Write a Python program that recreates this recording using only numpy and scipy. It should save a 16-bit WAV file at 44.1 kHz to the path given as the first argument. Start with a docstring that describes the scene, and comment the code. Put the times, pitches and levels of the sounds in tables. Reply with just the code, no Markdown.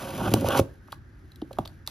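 """Blade along a taped carton

A blade drawn along the tape of a cardboard carton slips, catches and jumps free with a thump.
The hand then moves round the carton, knocking it lightly while the tape ticks and skin rubs the card.
Clumped clicks and single knocks ring the carton's modes; filtered clicks and noise bursts make the tape.
A hand-held pair of microphone ports hears it from close above, in a quiet room with a faint tone."""
import sys
import numpy as np
from scipy import signal
from scipy.fft import rfft, irfft, next_fast_len
from scipy.io import wavfile
from scipy.ndimage import uniform_filter1d

SR = 44100
rng = np.random.default_rng(int(sys.argv[2]) if len(sys.argv) > 2 else 0)


def file_out(sig):
    """Save sig as 16-bit WAV at sys.argv[1]."""
    # one column per channel
    cols = np.atleast_2d(sig).T
    # limit, then scale
    lim = np.clip(cols, -1, 1)
    pcm = np.round(lim * 32767).astype(np.int16)
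    wavfile.write(sys.argv[1], SR, pcm)


N = 83790  # length [samples]

# Colour of rubbed tape: (frequency [Hz], relative density [dB per Hz])
TAPE_COLOUR = [(1850, 1), (2500, 3), (4800, -3.5), (6500, -3.5), (8000, -9.5), (10500, -1.5), (14000, -9.5),
               (16000, -10.5)]


def gain_of(db):
    """Amplitude gain of a level in dB."""
    return 10 ** (np.asarray(db) / 20)


def evened(x):
    """Scales x to an RMS of one."""
    return x / np.sqrt(np.mean(x ** 2) + 1e-20)


def read(points, hz):
    """Reads a curve of (frequency, value) along a log frequency axis."""
    f, value = np.transpose(points)
    return np.interp(np.log(hz + 1), np.log(f + 1), value)


def level(table, column=1):
    """Gain over time along one dB column of a table whose first column is time."""
    rows = np.array(table)
    return gain_of(np.interp(np.arange(N) / SR, rows[:, 0], rows[:, column]))


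def add(mix, s, sound):
    """Adds a sound to the mix from time s, cut at the end of the mix."""
    part = mix[round(s * SR):][:len(sound)]
    part += sound[:len(part)]


def coloured(x, points):
    """Filters x by a spectrum in dB."""
    hz = np.fft.rfftfreq(N, 1 / SR)
    return irfft(rfft(x) * gain_of(read(points, hz)), N)


def peaked(x, hz, width_hz):
    """A broad resonance applied twice, then evened."""
    b, a = signal.iirpeak(hz, hz / width_hz, SR)
    once = signal.lfilter(b, a, x)
    return evened(signal.lfilter(b, a, once))


def slips(per_s):
    """Random clicks of either sign and uneven size, whose loudness swells in clumps."""
    spread_db, clump_db = 2.5, 2.4
    drift = uniform_filter1d(rng.standard_normal(N), size=200)
    clump = evened(uniform_filter1d(drift, size=200))
    unevenness = np.minimum(rng.exponential(1, N), 4)
    size = gain_of(spread_db * unevenness + clump_db * clump)
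    sign = rng.choice([-1., 1.], N)
    happens = rng.random(N) < per_s / SR
    return size * sign * happens


def ring(centre_hz, octaves, damping=1):
    """The carton's decaying modes, weighted round the pitch the contact favours; low modes arrive later."""
    # Modes of the carton: (frequency [Hz], relative level [dB], t60 at damping 1 [s])
    carton = [(93.8, 2.5, 0.08), (138.4, 2.5, 0.086), (190.4, 1, 0.069), (264, 4, 0.053),
              (302.2, -1.5, 0.073), (340.8, -6, 0.1), (538, -3, 0.08), (722, 0, 0.027), (965, 2.5, 0.018),
              (1108, 0.5, 0.031), (1455, 6, 0.013), (2540, 4, 0.055)]
    rise_cycles, lag_cycles = 0.46, 0.69  # each mode's onset, in its own cycles
    hz, db, t60 = np.transpose(carton)[:, :, None]
    t = np.maximum(np.arange(6000) / SR - lag_cycles / hz, 0)
    favour = np.exp(-.5 * (np.log2(hz / centre_hz) / octaves) ** 2)
    onset = 1 - np.exp(-t * hz / rise_cycles)
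    decay = gain_of(db - 60 * t / t60 / damping)
    return (favour * onset * decay * np.sin(2 * np.pi * hz * t)).sum(0)


def blade():
    """Slips of the edge ring the carton low and high, and hiss and squeak in the tape."""
    # The stroke: (time [s], carton boom [dB], card rasp [dB], tape hiss [dB], tape squeak [dB])
    stroke = [(0, -41.5, -39.5, -43, -62), (.12, -37.5, -44, -43, -63), (.2, -32, -37.5, -43, -57.5),
              (.28, -26.5, -27.5, -40, -50.5), (.297, -27, -47, -43.5, -74), (.36, -23.5, -36, -44, -53),
              (.4, -29.5, -55.5, -44.5, -65), (.43, -25.5, -46, -47.5, -71), (.465, -29, -32.5, -36.5, -64),
              (.5, -32, -26.5, -42.5, -44), (.52, -35.5, -29.5, -34.5, -37.5), (.555, -28.5, -25, -37, -42),
              (.576, -28, -24, -29, -54), (.6, -20, -40, -31, -73), (.61, -75, -77.5, -103, -101)]
    slips_per_s = 1400
    squeak_hz, squeak_width_hz = 3050, 1100
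    edge = slips(slips_per_s)
    fine = slips(8 * slips_per_s) + 1.3 * edge
    hiss = level(stroke, column=3) * evened(coloured(fine, TAPE_COLOUR))
    squeak = level(stroke, column=4) * peaked(fine, squeak_hz, squeak_width_hz)
    out = hiss + squeak
    # Boom favoured by the hand, rasp by the edge, scratch by the squeak: (column, pitch [Hz], octaves)
    for k, hz, octaves in ((1, 197, 1.0), (2, 748, 0.66), (4, 1400, 0.13)):
        body = ring(hz, octaves)
        drive = level(stroke, column=k) * evened(edge)
        out += signal.oaconvolve(drive, body)[:N] / np.linalg.norm(body)
    return out


def knocks():
    """Each knock rings the carton, whose modes die sooner under the hand."""
    # Knocks: (time [s], peak level [dB], favoured pitch [Hz], spread [octaves])
    knock_list = [(0.3388, -14.5, 807, 0.19), (0.3385, -7, 283, 0.61), (0.4426, -15, 645, 0.36),
                  (0.485, -15, 540, 0.49), (0.592, -4, 432, 0.85), (0.593, -19.5, 111, 0.15),
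                  (0.883, -41.5, 990, 0.53), (0.926, -26.5, 1120, 0.4), (1.4175, -37, 790, 0.26),
                  (1.4209, -21, 288.6, 0.075), (1.443, -41, 300, 0.54), (1.508, -31, 630, 0.45),
                  (1.533, -39.5, 476, 0.65), (1.572, -41.5, 980, 0.34), (1.5857, -15.5, 773, 0.29),
                  (1.5884, -19, 195, 0.88), (1.655, -37.5, 840, 0.49), (1.877, -33, 905, 0.27)]
    held = 0.62  # the hand on the carton shortens its ring to this share
    out = np.zeros(N)
    for s, db, hz, octaves in knock_list:
        sound = ring(hz, octaves, held)
        add(out, s, gain_of(db) * sound / abs(sound).max())
    return out


def ticks():
    """Short bursts of noise, part through a broad ring of the tape, part a wide crack."""
    # Ticks: (time [s], burst envelope peak [dB], rise [s], share of wide crack [0-1], ring pitch [Hz])
    tick_list = [(0.338, -15, 0.00089, 1, 4940), (0.4088, -38, 0.0013, 1, 4000),
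                 (0.4868, -22.5, 0.00042, 0.73, 3700), (0.5906, -22.5, 0.00043, 0.7, 2400),
                 (0.9206, -39, 0.0022, 0.47, 3900), (1.318, -49.5, 0.001, 0.36, 4000),
                 (1.3583, -48, 0.00083, 0.64, 3760), (1.417, -44, 0.00096, 0.24, 3430),
                 (1.529, -46, 0.0014, 0.52, 4040), (1.5848, -39, 0.0019, 0.51, 3500),
                 (1.6515, -44.5, 0.0013, 0, 3640), (1.656, -40, 0.0011, 0.4, 3600),
                 (1.6755, -37.5, 0.00079, 0.46, 4280), (1.864, -45.5, 0.0014, 0.85, 4160),
                 (1.8748, -20.5, 0.00046, 0.55, 3910)]
    ring_width_hz, crack_band_hz = 1800, [2460, 13500]
    out, t = np.zeros(N), np.arange(1500) / SR
    crack_filter = signal.butter(1, crack_band_hz, "band", fs=SR)
    noises = rng.standard_normal((len(tick_list), 1500))
    for (s, db, rise, share, hz), noise in zip(tick_list, noises):
        burst = noise * t / rise * np.exp(1 - t / rise)
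        share = np.clip(share, 0, 1)
        crack = evened(signal.lfilter(*crack_filter, burst))
        sound = (1 - share) * peaked(burst, hz, ring_width_hz) + share * crack
        # The filtered sound keeps the RMS of its burst
        add(out, s, gain_of(db) * evened(sound) * np.sqrt(np.mean(burst ** 2)))
    return out


def skin_rustle():
    """Faint rubbing of skin on card: dense clumped clicks, coloured like the rubbed tape."""
    # Rubbing: (time [s], level [dB])
    rubbing = [(.76, -69), (.8, -78.5), (.9, -64), (.95, -63), (1, -79), (1.55, -67), (1.62, -62),
               (1.86, -76.5), (1.885, -50.5)]
    return level(rubbing) * evened(coloured(slips(6700), TAPE_COLOUR))


def room(x):
    """Sparse taps of random sign, each band dying at its own speed; the bass is alike at both ports."""
    # Decay of the room, before the early lift: (frequency [Hz], t60 [s])
    room_decay = [(250, 0.42), (1200, 0.29), (12000, 0.24)]
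    mono_hz = 250  # well below this the ports hear the same reflections
    early_db, early_s = 8, 0.012  # nearby surfaces add strength to the first reflections
    taps = np.zeros((2, SR // 2))
    jitter = rng.integers(0, 20, (2, (SR // 2 - 41) // 20))
    at = np.arange(40, SR // 2 - 20, 20) + jitter
    np.put_along_axis(taps, at, rng.choice([-1., 1.], at.shape), 1)
    hz, t, z = signal.stft(taps, SR, nperseg=512)
    apart = (1 / (1 + (mono_hz / (hz + 1)) ** 2))[:, None]
    z[1] = apart * z[1] + np.sqrt(1 - apart ** 2) * z[0]
    decay = gain_of(-60 * t / read(room_decay, hz)[:, None])
    tail = signal.istft(z * decay, SR, nperseg=512)[1]
    early = np.exp(-np.arange(tail.shape[1]) / SR / early_s)
    tail = tail * (1 + gain_of(early_db) * early)
    return signal.fftconvolve(x[None], tail / np.linalg.norm(tail[0]), axes=1)[:, :N]


def room_tone():
    """Low rumble and a faint airy band: shaped noise in drifting patches, partly alike at both ports."""
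    # Colour of the tone: (frequency [Hz], relative density [dB per Hz])
    tone_colour = [(30, -12), (62, 14.5), (120, -9.5), (345, -14.5), (486, -33.5), (1100, -32.5),
                   (1600, -22), (2600, -43), (6000, -46), (16000, -77)]
    # Left-right likeness: (frequency [Hz], correlation [0-1])
    likeness = [(150, 0.96), (1500, 0.21), (5000, 0.49)]
    tone_db, patch_db = -46.5, 1.2  # RMS level, RMS depth of the patches
    frames, hz = N // 256 + 5, np.fft.rfftfreq(1024, 1 / SR)
    a, b, c, d, patches = rng.standard_normal((frames, 513, 5)).T
    patches = uniform_filter1d(patches, size=8, axis=0)  # across frequency
    patches = evened(uniform_filter1d(patches, size=10, axis=1))  # across time
    same = np.clip(read(likeness, hz), -1, 1)[:, None]
    left, other = a + 1j * b, c + 1j * d
    z = np.array([left, same * left + np.sqrt(1 - same ** 2) * other])
    z *= gain_of(read(tone_colour, hz)[:, None] + patch_db * patches)
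    tone = signal.istft(z, nperseg=1024, noverlap=768)[1][:, :N]
    return gain_of(tone_db) * evened(tone)


def scene():
    """The close sounds reach both ports alike, with their room reflections and the room tone."""
    room_db = -11.5
    near = blade() + knocks() + ticks() + skin_rustle()
    return near + gain_of(room_db) * room(near) + room_tone()


def record(dry):
    """The ports differ in phase and level by frequency; then a bass cut and a band limit."""
    # Phase between the ports: (frequency [Hz], left lead [rad])
    lead = [(600, 0), (2000, .8), (4800, .3), (6900, -1.7), (8300, -3.2), (11000, -5.9), (13000, -6.5),
            (14800, -9.3)]
    # Balance of the ports: (frequency [Hz], left minus right [dB])
    tilt = [(400, 0), (750, -5), (1300, -3), (2300, 2.5), (5000, 0)]
    bass_cut_hz, edge_hz = 48, 15900
    size = next_fast_len(N + 2048)
    hz = np.fft.rfftfreq(size, 1 / SR)
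    # Half of each difference goes to the left port, the opposite half to the right
    left = gain_of(.5 * read(tilt, hz)) * np.exp(.5j * read(lead, hz))
    pair = irfft(rfft(dry, size) * np.array([left, 1 / left]), size)[:, :N]
    pair = signal.lfilter(*signal.butter(3, bass_cut_hz, "high", fs=SR), pair)
    band_limit = signal.firwin(511, edge_hz, window=("kaiser", 9), fs=SR)
    return signal.oaconvolve(pair, band_limit[None], "same")


dry = scene()
out = record(dry)
file_out(out)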